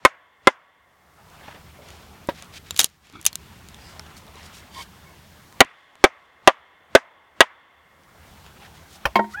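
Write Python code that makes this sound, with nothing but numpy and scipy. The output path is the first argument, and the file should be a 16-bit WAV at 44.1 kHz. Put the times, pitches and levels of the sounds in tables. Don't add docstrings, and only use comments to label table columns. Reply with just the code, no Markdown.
import sys
import numpy as np
from scipy import signal
from scipy.io import wavfile

SR = 44100
rng = np.random.default_rng(int(sys.argv[2]) if len(sys.argv) > 2 else 0)


def ratio(d):
    e = np.asarray(d, float) / 20
    return 10 ** e


def digitize_waveform(pressure):
    field = np.atleast_2d(pressure).T
    bounded = np.clip(field, -1, 1)
    quanta = np.round(bounded * 32767).astype(np.int16)
    wavfile.write(sys.argv[1], SR, quanta)


N = 414540
TIME_S = np.arange(N) / SR

# t/s, peak level/dB, crack level/dB, tilt/(dB per octave), decay factor
BLOWS = [
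    (0.0505, -8.5, -6, 1.74, 1.1),
    (0.472, -10, -5.5, -.5, 1.2),
    (5.605, -8, 5.5, 0.7, 0.74),
    (6.0401, -7.5, 0.5, -1, 1.1),
    (6.4744, -7.5, 2, -1.3, 1.02),
    (6.9509, -3.5, -5, -0.5, 1.1),
    (7.4056, -6.5, 0, -0.14, 1.1),
]
# f/Hz, t60/s
CRACK_COLOUR = [(20, -39.5), (60, -38), (130, -28), (230, -15), (384, -9.5), (560, -3), (866, -10.5),
                (1200, -12.5), (1960, -8), (2480, -11), (3400, -7), (4200, -25), (6500, -20), (16000, -46)]
CRACK_T60 = [(40, .06), (150, 0.2), (400, 0.038), (1040, 0.13), (2760, 0.055), (7280, 0.027),
             (15000, 0.041)]
# f/Hz, width/Hz, level/dB
FIRST_CUT = [
    [(576, 17, -2.5), (800, 31, -10.5), (1048, 16, 0), (1115, 23, -3), (1240, 12, -4.5), (1290, 21, -8.5),
     (1534.5, 34, -4), (1943, 90, 3), (2174, 29, -0.5), (3000, 50, -16.5), (3150, 31, -22),
     (3350, 110, -13)],
    [(414, 61, -4.5), (555, 24, 2), (795, 36, -7), (1180, 30, -5), (1027, 25, 0), (1340, 21, -0.5),
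     (1360, 16, -7), (1604, 76, 1.5), (2070, 19, -4.5), (2080, 36, -5), (2780, 44, -14.5),
     (3100, 39, -16.5), (3140, 20, -16), (3340, 61, -7.5)],
]
SECOND_CUT = [
    [(417, 24, -2.5), (270, 33, 0.5), (681, 30, -4), (780, 30, 1.5), (1190, 26, -4.5), (1350, 23, -6.5),
     (1610, 82, 1.5), (1950, 16, -5.5), (2080, 160, 1), (2300, 37, -0.5), (2490, 33, -6), (2800, 120, -8),
     (3050, 26, -7.5), (3270, 33, -7.5)],
    [(390, 49, -1), (570, 7.9, -0.5), (625, 20, -5.5), (806, 19, -2.5), (1090, 20, -4.5), (1184, 23, -2),
     (1285, 11, -4.5), (1580, 11, -5.5), (2100, 30, -4.5), (2300, 24, -5.5), (3100, 31, -13),
     (3420, 21, -8.5)],
    [(557, 21, 0.5), (784, 17, -3), (1005, 14, -3.5), (1195, 21, -0.5), (1600, 85, 0.5), (1905, 30, -5.5),
     (1320, 31, -6), (2140, 16, -9.5), (2350, 40, -14), (625, 43, -8.5), (2700, 41, -13), (3100, 120, -9.5),
     (3360, 29, -9.5)],
    [(426, 27, -4.5), (572, 38, 3), (1000, 26, -10), (1206, 68, -1.5), (1500, 26, -5.5), (1790, 25, -16.5),
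     (2000, 86, -10), (640.7, 37, -3.5), (2600, 18, -15.5), (3200, 98, -18), (3130, 36, -14),
     (3640, 26, -21)],
    [(570, 46, -1.5), (638, 36, -7), (1090, 28, -3), (1027, 36, -2.5), (1276, 20, -6.5), (1640, 34, -3.5),
     (1664, 65, -4.5), (1920, 29, 2), (2330, 23, -11.5), (2720, 42, -14), (3150, 22, -16), (3290, 58, -11),
     (3660, 39, -15.5)],
]
BLOCK_DB = [-12, -10, -4, -9, -3, -12, -6.5]
STEEL_DB = [-56, -56, -54, -44, -52, -52, -52]
# f/Hz, level/(dB per Hz)
ECHO_COLOUR = [(150, -54), (300, -22), (540, -3.5), (900, -7.5), (1030, -2), (1500, -6.5), (1930, -3),
               (2500, -6.5), (3400, -5), (4200, -26), (8000, -46.5), (16000, -87.5)]
# f/Hz, t60/s
TREES_T60 = [(300, 1.1), (1000, 3.9), (2000, 30), (4000, 0.89), (8000, .5)]
SHELTER_T60 = [(200, 0.33), (1000, 1), (3000, 0.17), (5500, 0.18), (9000, .25)]
# level/dB, tilt/(dB per octave)
ROLL = [(0.5, -1.5), (-2, -1), (0, 2.8), (0, -1), (-0.5, 1.6), (2.5, -2), (0.5, 1)]
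# f/Hz, level/dB, t60/s
LASTING = [(1124, -30.5, 0.05), (2140, -32, 0.029), (1950, -33, 0.014), (3550, -36, 0.026)]
# f/Hz, level/(dB per Hz); then f/Hz, t60/s
FIZZ_COLOUR = [(2500, -30), (4500, 0), (6500, -2.5), (10000, -12.5), (16000, -26)]
FIZZ_T60 = [(4000, 0.12), (7000, .12), (14000, .06)]

# t/s, peak level/dB, tilt/(dB per octave), decay factor
SNAPS = [(1.3004, -46, 0.5, 1.3), (1.8871, -34, 2, 0.86), (1.9046, -34.5, -0.5, 0.86),
         (2.2735, -36.5, 4, 1), (2.4239, -30.5, -3, 2.2), (2.445, -40.5, -1, .9), (2.7078, -18, -1.5, 1.5),
         (3.0704, -49.5, -5, 1.9), (3.0989, -47, -6.5, 1.9), (3.1254, -47, 4.5, 1.24),
         (3.2136, -34.5, 6, 1.6), (3.2274, -35.5, 0, 1.9), (3.2458, -31, 4.5, 0.547), (3.253, -11, 3, 1.19),
         (3.264, -1.5, 5, 3), (3.3296, -30, 2.5, 1.6), (3.3557, -16, 3.5, 1.02), (3.687, -32.5, -0.5, 0.85),
         (3.7449, -38.5, 0, 1.1), (3.9953, -26, -3.5, 1.1), (4.2667, -38, -2, 0.58), (4.356, -46, -7.5, 3),
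         (4.5695, -39, -3.5, 1.4), (5.5257, -36.5, -5.5, 0.59), (5.648, -37, -6.5, 1),
         (5.9549, -33, -4.5, 0.46), (8.0354, -52, -4, 1.3), (8.0914, -49, -2.5, 0.48),
         (8.4644, -43, -8.5, 1.3)]
TEAR = [(2.745, -34.5, -4, 1.2), (2.7640, -21.5, -0.5, 1.4), (2.776, -20.5, 2.5, 0.94),
        (2.7900, -15, 1.4, 1.1), (2.7930, 7, 1.5, 1.6), (2.802, -.5, 0, 0.73), (2.8061, -8, 3, 0.97),
        (2.8104, -14.5, 0, 1.6), (2.8141, -8, -1.96, 0.89), (2.8310, -18, 0.5, 0.9), (2.8337, -14, 2, 0.65),
        (2.8385, -20.5, 0, 0.91), (2.844, -1.5, 3, 0.98), (2.891, -47, 1.5, 0.72),
        (2.9000, -44, -0.5, 0.71)]
# f/Hz, level/(dB per Hz)
SNAP_COLOUR = [(59, -44), (100, -29.5), (891, -18), (1720, -17), (3400, -1.5), (4770, -8.5), (6420, -1.5),
               (8110, -8), (9610, -7.5), (12100, -12.5), (16000, -25)]
# f/Hz, t60/s
SNAP_T60 = [(300, 0.021), (3000, 0.0023), (12000, 0.0025)]
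SNAP_TAIL_T60 = [(300, 0.19), (3000, 0.025), (12000, 0.0089)]
# t/s, level/dB
CRACKLE = [(2.76, -49), (2.764, -38.5), (2.79, -42.5), (2.8, -29), (2.82, -32.5), (2.84, -37.5),
           (2.862, -37), (2.875, -66)]
# t/s, peak level/dB, f/Hz, t60/s
TWANGS = [(2.708, -26.5, 2700, 0.02), (2.708, -23.5, 3840, 0.019), (2.708, -23.5, 7200, 0.022),
          (2.764, -37, 3820, 0.033), (2.7746, -30.5, 7040, .015), (2.792, -9, 3740, 0.047),
          (2.793, -10.5, 6370, 0.017), (2.802, -13, 3300, 0.026), (2.811, -23, 3840, 0.021),
          (2.8131, -18, 3254, 0.031), (2.818, -26.5, 2900, .03), (2.834, -25.5, 3950, 0.02),
          (2.844, -16, 6844, 0.014), (3.253, -18.5, 3650, 0.023), (3.264, -18.5, 2450, 0.03),
          (3.265, -12.5, 6050, 0.017), (3.3296, -32.5, 4250, 0.015), (3.355, -28.5, 5600, 0.011),
          (3.745, -33.5, 3540, 0.011), (4.064, -40, 3000, .006), (4.065, -41, 6000, 0.0054),
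          (4.788, -47, 1000, 0.054), (2.289, -15, 955, 0.037), (2.288, -12, 556, 0.035),
          (2.288, -22, 338, 0.053), (2.288, -30, 1930, 0.053), (2.289, -36, 2520, 0.037),
          (3.998, -31, 1400, 0.0093), (3.996, -28, 2200, 0.0063), (9.0541, -9.5, 1490, 0.023),
          (9.0544, -16.5, 1000, 0.026), (9.0554, -14.5, 1790, 0.027), (9.0554, -27, 630, 0.03),
          (9.0558, -19.5, 3130, 0.029), (9.058, -26, 58.5, 0.18), (9.0544, -20, 2510, 0.031),
          (3.995, -27, 5360, 0.011), (4.168, -37, 4500, .008), (4.28, -38, 3800, .008),
          (4.4305, -37, 5300, .008), (4.357, -42, 4000, .02), (4.103, -44, 4000, .006),
          (3.699, -45, 8500, .006), (9.337, -38, 1950, 0.079), (1.789, -39, 574, 0.061)]

# t/s, peak level/dB, tilt/(dB per octave), decay factor
KNOCKS = [
    (1.480, -29.5, 0, 0.65),
    (1.545, -36, 2, 1.7),
    (2.2875, -19, 2.5, 1.1),
    (9.0545, -9, 3, 0.8),
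    (9.156, -10.5, 2.5, 0.87),
    (9.193, -19, -2.5, 0.65),
]
# f/Hz, t60/s
KNOCK_COLOUR = [(25, -26), (60, -7), (150, 2), (250, 1), (600, 6), (1000, -2), (1500, -8), (2500, -12),
                (4000, -18), (8000, -37.5), (16000, -37)]
KNOCK_T60 = [(40, 0.14), (150, 0.061), (400, 0.087), (3000, 0.076), (12000, 0.073)]
# t/s, peak level/dB, softness cut f/Hz, end that lands (0 head, 1 grip)
BOUNCES = [
    (9.1558, -1.5, 3230, 0.13),
    (9.164, -21, 1400, 0),
    (9.1904, -5, 1500, 0.63),
    (9.194, -3.5, 1960, 0.92),
    (9.242, -24, 3000, 0.63),
]
# f/Hz, level/dB struck at the head, level/dB struck at the grip, t60/s
CLUB = [(209.8, -3, -9.5, 0.244), (344, -14.5, -31, 0.3), (388, -9.5, -8, 0.24), (689, 1, 7.5, 0.068),
        (845, 1, -1.5, 0.056), (927, 3, 2.5, 0.21), (1054, 7.5, -7.5, 0.14), (1350, -20, -1.5, 0.047),
        (1535, -7.5, 2.5, 0.035), (1880, -8, -0.5, 0.08), (2200, 3.5, -17, 0.081), (2600, -18, -25, 0.037),
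        (3190, -0.5, -16.5, 0.064), (4820, -3, -25, 0.06)]

# start t/s, fullest t/s, end t/s
RUB_S = [
    (3.12, 3.15, 3.23),
    (4.745, 4.785, 4.835),
    (5.04, 5.09, 5.13),
    (3.77, 3.875, 3.96),
    (4.7, 4.77, 4.85),
]
RUB_DB = [-45.5, -37.5, -51.5, -53, -49]
# f/Hz, level/dB, t60/s
PRISE = [(342, 3.5, 0.03), (1350, 3, .012), (2294, -0.5, 0.011), (3430, -4.5, 0.0098)]
GRIP = [(980, 2, 0.05), (1060, 8, 0.09), (1920, 1, 0.04), (2200, 5, 0.06), (3165, -6, 0.04),
        (3480, -7, 0.03), (4660, -10, 0.03)]
EDGE = [(4950, 0, .006), (7540, -12.5, .004), (2900, -8, 0.0056)]
# t/s, f/Hz of second partial, level/dB
SQUEAK = [(9.327, 1172, -53), (9.343, 1325, -47), (9.35, 1437, -34), (9.358, 1495, -35.5),
          (9.366, 1609, -42), (9.376, 1659, -33.5), (9.384, 1671, -36), (9.393, 1695, -32.5),
          (9.4, 1680, -35)]
# multiple, level/dB
SQUEAK_PARTS = [(.5, -13), (1, -1.5), (1.5, -21.5), (2, -29)]
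SLIP_PAIRS_S = (9.352, 9.364)

# start t/s, fullest t/s, end t/s (silent from here on, so a row that ends before
# its start is never heard), level/dB, centre f/Hz
SWISHES = [(1.367, 1.532, 1.53, -51.5, 1500), (1.773, 1.782, 2.4, -56, 570),
           (1.798, 1.895, 2.2, -55.5, 2480), (2.336, 2.375, 2.5, -51, 2600),
           (2.518, 2.574, 2.59, -43, 2740), (2.638, 2.656, 3.02, -55, 2490),
           (2.998, 3.053, 6.9, -61.5, 2440), (3.775, 3.901, 4.04, -58.5, 4000),
           (4.16, 4.178, 4.21, -50.5, 4500), (4.333, 4.388, 4.6, -52.5, 2200),
           (4.422, 4.464, 4.48, -50, 4100), (4.521, 4.548, 4.64, -50.5, 3650),
           (4.705, 4.823, 4.85, -45, 3700), (5.152, 5.2, 4.5, -52.5, 4500), (8.283, 8.32, 7.5, -52, 2480),
           (8.428, 8.45, 8.5, -61, 3000), (8.59, 8.66, 8.685, -50.5, 1810),
           (8.737, 8.755, 8.8, -56.5, 3500), (8.872, 8.953, 8.985, -52.5, 4060),
           (9.294, 9.339, 9.36, -51, 3990)]
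# t/s, level/dB
BUSY = [(0, -54.5), (.5, -56.5), (1.1, -55.5), (1.45, -48), (1.75, -52), (2.0, -51.5), (2.5, -50),
        (2.9, -60.5), (3.1, -56.5), (3.3, -54.5), (4.0, -48.5), (4.5, -49.5), (5.4, -54.5), (6.3, -51),
        (7.3, -52.5), (7.9, -52.5), (8.4, -50), (9.4, -52)]
# t/s, level/dB
DRONE = [(0, -50), (1.4, -50), (2.1, -45.5), (2.6, -46.5), (3.4, -45), (4.3, -45), (5.3, -48.5),
         (8.3, -47.5), (9.4, -48.5)]
# f/Hz, level/(dB per Hz)
RUSTLE_LOW = [(150, -33.5), (250, -11.5), (801, -4.5), (961, -10.5), (1020, -1), (1180, -6), (2200, -11.5),
              (2860, -36), (4840, -120)]
RUSTLE_HIGH = [(940, -26), (1600, -3.5), (2160, 2.5), (2800, 1), (3190, 1.5), (3810, -4.5), (10000, -16.5),
               (13000, -45), (22000, -120)]
SWING = [(40, -6), (150, 0), (400, -9.5), (1000, -7.5), (3000, -13.5), (9000, -29.5)]
HUM = [(24, -17), (45, -11.5), (62, -3.5), (82, 3.5), (105, -8.5), (130, -6), (175, -2), (230, -14),
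       (300, -14), (420, -18)]
HISS = [(1760, -28.5), (3000, 0.5), (4310, 2.5), (10800, -3.5), (15100, -2.5), (16000, -3), (16300, -21)]
# t/s, drop level/dB
OTHER_DUCKS = [
    (2.8, 10),
    (2.846, 12.5),
    (9.16, 1),
]

EDGES_HZ = 22 * 2 ** np.arange(0, 9.7, 1 / 3)
CENTRES_HZ = np.sqrt(EDGES_HZ[1:] * EDGES_HZ[:-1])
WHITE = rng.standard_normal((2, N))
BANDS = np.array([
    signal.sosfilt(signal.butter(2, EDGES_HZ[k:k + 2], "band", fs=SR, output="sos"), WHITE[k % 2])
    for k in range(len(CENTRES_HZ))])


def blows():
    times = np.transpose(BLOWS)[0]
    cracks = [(s, db + crack_db, tilt, decay) for s, db, crack_db, tilt, decay in BLOWS]
    crack = bursts(cracks, CRACK_COLOUR, CRACK_T60, 19.3, vary_db=4.0, pivot_hz=1199,
                   rise_s=0.00087, length_s=0.051, punch_db=14.0)
    thin = signal.butter(4, 300, "high", fs=SR, output="sos")
    direct = signal.sosfilt(thin, wood() + crack)
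    wall_s, wall_db = 0.0078, -15.5
    slap = ratio(wall_db) * np.roll(direct, round(wall_s * SR))
    push = signal.lfilter(*signal.butter(2, 150, fs=SR), clicks(times, ratio(-20.0)))
    thump = ring(push, 48, t60=0.034)

    echoes = [(s, db - 5.5, tilt, 1) for s, (db, tilt) in zip(times, ROLL)]
    brighter = [(s, db, tilt + 4.6, 1) for s, db, tilt, _ in echoes]
    shelter = bursts(brighter, ECHO_COLOUR, SHELTER_T60, -24.5, vary_db=3.6, pivot_hz=1000,
                     rise_s=0.0049, length_s=0.38)
    trees = bursts(echoes, ECHO_COLOUR, TREES_T60, -36, vary_db=0.8, pivot_hz=1000,
                   rise_s=0.02, length_s=1.1)
    carried = sum(ratio(db) * ring(trees, hz, t60) for hz, db, t60 in LASTING)
    return direct + slap + thump + shelter + ratio(-6.5) * (trees + carried)


def wood():
    block_hz, block_width_hz = 392, 61
    wood_loss_hz, contact_hz = 38.2, 4000
    steel_hz, steel_t60_s = 6000, 0.12
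    out, size = np.zeros(N + SR), SR // 4
    damped = drift(120)
    for blow, cut, block_db, steel_db in zip(BLOWS, FIRST_CUT + SECOND_CUT, BLOCK_DB, STEEL_DB):
        at = round(blow[0] * SR)
        here = slice(at, at + size)
        click = clicks([0], ratio(blow[1] + 10.0))[:size]
        push = signal.lfilter(*signal.butter(2, contact_hz, fs=SR), click)
        for hz, width_hz, db in [*cut, (block_hz, block_width_hz, block_db)]:
            t60 = np.log(1000) / np.pi / (width_hz + wood_loss_hz)
            out[here] += ratio(db) * ring(push, hz, t60)
        out[here] += ratio(steel_db) * ring(push, steel_hz, steel_t60_s) * damped[here]
    return out[:N]


def settling():
    events = [(s, db, 0, decay) for s, db, _, _, decay in BLOWS]
    return bursts(events, FIZZ_COLOUR, FIZZ_T60, -23.0, vary_db=2.5, pivot_hz=5000,
                  rise_s=0.004, length_s=0.25)


def splinters():
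    snaps = sorted(list(SNAPS) + list(TEAR))
    snap = bursts(snaps, SNAP_COLOUR, SNAP_T60, 10.0, vary_db=-1.5, pivot_hz=5130,
                  rise_s=0.0001, length_s=0.05, punch_db=1.5)
    tail = bursts(snaps, SNAP_COLOUR, SNAP_TAIL_T60, -7.5, vary_db=1.5, pivot_hz=4067,
                  rise_s=0.00074, length_s=0.1)
    crackle = (band_gains(SNAP_COLOUR) @ BANDS) * ratio(1.3 * drift(150)) * stroke(CRACKLE)
    twang = sum(ring(clicks([s], ratio(db)), hz, t60) for s, db, hz, t60 in TWANGS)
    return snap + tail + crackle + twang


def knocks():
    return bursts(KNOCKS, KNOCK_COLOUR, KNOCK_T60, 6, vary_db=6.0, pivot_hz=1040,
                  rise_s=0.0018, length_s=0.33, punch_db=4.5)


def club():
    out = np.zeros(N)
    spread = rng.standard_normal((len(BOUNCES), len(CLUB)))
    for (s, peak_db, cut_hz, end), chance in zip(BOUNCES, spread):
        at = round(s * SR)
        click = clicks([0], ratio(peak_db - 14.0))[:N - at]
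        push = signal.lfilter(*signal.butter(2, cut_hz, fs=SR), click)
        for k, (hz, head_db, grip_db, t60) in enumerate(CLUB):
            mode_db = head_db + end * (grip_db - head_db) + 0.72 * chance[k]
            out[at:] += (-1) ** k * ratio(mode_db) * ring(push, hz, t60)
    return out


def friction():
    grit = rng.standard_normal(N) * ratio(2.7 * drift(53.64))
    out = np.zeros(N)
    for row, db, body in zip(RUB_S, RUB_DB, (PRISE, GRIP, GRIP[1:4:2], EDGE, GRIP[4:])):
        rubbed = sum(ratio(mode_db) * ring(grit, hz, t60) / np.sqrt(t60) for hz, mode_db, t60 in body)
        out += swell(*row, db) * rms_one(rubbed)
    return ratio(2.5) * out


def squeak():
    s, hz, db = np.transpose(SQUEAK)
    wobbly_hz = np.interp(TIME_S, s, hz) * (1 + 0.009 * drift(100))
    phase = 2 * np.pi * np.cumsum(wobbly_hz) / SR
    paired = np.interp(TIME_S, SLIP_PAIRS_S, [0, 1])
    stack = np.zeros(N)
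    for multiple, part_db in SQUEAK_PARTS:
        fade_in = paired if multiple % 1 else 1
        stack += ratio(part_db + 2.5 * drift(66)) * fade_in * np.sin(multiple * phase)
    return stack * ratio(6.5 + np.interp(TIME_S, s, db, left=-200))


def background():
    step = slice(None, None, 40)
    t, gain = TIME_S[step], gain_db()[step]
    busy_db = np.interp(t, *np.transpose(BUSY))
    hum = ratio(np.interp(t, *np.transpose(DRONE)) + 0.94 * gain) ** 2
    hiss = ratio(-64 + 0.82 * gain) ** 2
    low = ratio(busy_db + 0.23 * gain) ** 2
    high = ratio(busy_db - 7 + gain) ** 2
    swing_s, swing_db = 0.061, -50.5
    swing = sum(swell(row[0] - swing_s, row[0], row[0] + 0.03, swing_db)[step] for row in BLOWS) ** 2
    brush = brushing(step)
    colours = [band_gains(c) ** 2 for c in (HUM, HISS, RUSTLE_LOW, RUSTLE_HIGH, SWING)]
    moving = np.clip(1 + gain / 24, 0.2, 1)
    together = drift(27.0)[step]
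    grain = ratio(3.5 * drift(70)[step])
    out = np.zeros(N)
    for k, (c_hum, c_hiss, c_low, c_high, c_swing) in enumerate(zip(*colours)):
        flicker = ratio(4.8 * moving * (0.49 * together + drift(9.7)[step]))
        steady = ratio(-7.0) * c_hum * hum + ratio(11.5) * c_hiss * hiss + c_swing * swing
        rustle = ratio(-5.0) * c_low * low + ratio(-1.5) * c_high * high
        power = steady + flicker * rustle + ratio(8.0) * grain * brush[k]
        out += np.interp(TIME_S, t, np.sqrt(power)) * BANDS[k]
    return out


def brushing(step):
    span_octaves, fall_db = 1.4, 11.5
    power = 0
    for *shape, hz in SWISHES:
        away = np.log2(EDGES_HZ / hz) / span_octaves
        colour = list(zip(EDGES_HZ, -fall_db * (np.sqrt(1 + away ** 2) - 1) * 2))
        power = power + np.outer(band_gains(colour), swell(*shape)[step]) ** 2
    return power


def gain_db():
    blow_drop_db, hold_s, climb_db_per_s = 24, 0.26, 39
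    drops = [(s, blow_drop_db) for s in (-hold_s, *np.transpose(BLOWS)[0])] + list(OTHER_DUCKS)
    curves = [np.interp(TIME_S, [s, s + 0.04, s + hold_s, s + hold_s + db / climb_db_per_s], [0, db, db, 0])
              for s, db in drops]
    return -np.max(curves, axis=0)


def bursts(events, spectrum, t60s, level_db, vary_db, pivot_hz, rise_s, length_s, punch_db=-40):
    out, size = np.zeros(N + SR * 2), int(length_s * SR)
    t, octaves = np.arange(size) / SR, np.log2(CENTRES_HZ / pivot_hz)
    rise = 1 - np.exp(-t / (rise_s + 0.36 / CENTRES_HZ[:, None]))
    punch = 1 + ratio(punch_db) * np.exp(-t / 0.0021)
    shape = rise * punch * np.cos(np.pi / 2 * t / length_s)
    for (s, peak_db, tilt_db, stretch), chance in zip(events, rng.random((len(events), 40))):
        uneven_db = vary_db * 1.9 * (chance[:len(octaves)] - 0.5)
        band_db = at_hz(spectrum, CENTRES_HZ) + tilt_db * octaves + uneven_db
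        fade_db = -60 * t / (stretch * at_hz(t60s, CENTRES_HZ)[:, None])
        start = int(chance[-1] * (N - 2 * SR)) + SR // 2
        noise = BANDS[:, start:start + size] * shape * ratio(band_db[:, None] + fade_db)
        at = round(s * SR)
        out[at:at + size] += ratio(peak_db + level_db) * noise.sum(axis=0)
    return out[:N]


def ring(x, hz, t60):
    r, w = ratio(-60 / (t60 * SR)), 2 * np.pi * hz / SR
    return signal.lfilter([0, np.sin(w)], [1, -2 * r * np.cos(w), r * r], x)


def clicks(times, gains):
    out = np.full(N, 1e-18)
    np.add.at(out, np.round(np.asarray(times) * SR).astype(int), gains)
    return out


def swell(start, fullest, end, db):
    return ratio(db) * np.interp(TIME_S, [start, fullest, end], [0, 1, 0]) ** 0.94


def stroke(rows):
    return ratio(np.interp(TIME_S, *np.transpose(rows), left=-200, right=-200))


def drift(rate):
    r = np.exp(-80 * np.pi * rate / SR)
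    slow = signal.lfilter([1], [1, -2 * r, r * r], rng.standard_normal(N // 40 + 2002))[2000:]
    return np.interp(np.arange(N) / 40, np.arange(len(slow)), rms_one(slow))


def band_gains(spectrum):
    inside = (CENTRES_HZ > spectrum[0][0]) * (CENTRES_HZ < spectrum[-1][0])
    gains = ratio(at_hz(spectrum, CENTRES_HZ)) * inside
    return gains / np.sqrt(np.sum(gains ** 2 * BANDS.var(axis=1)))


def at_hz(points, hz):
    table_hz, values = np.array(points)[:, :2].T
    return np.interp(np.log(hz), np.log(table_hz), values)


def rms_one(x):
    return x / np.sqrt(np.mean(x ** 2) + 1e-20)


def scene():
    chopping = blows() + settling() + splinters()
    handling = knocks() + club() + friction() + squeak()
    return (chopping + handling + background())[None]


def roll_off(x):
    return signal.sosfilt(signal.butter(12, 16470, fs=SR, output="sos"), x)


def record(dry):
    clipped = np.clip(dry, -1, 1)
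    return roll_off(clipped)


dry = scene()
out = record(dry)
digitize_waveform(out)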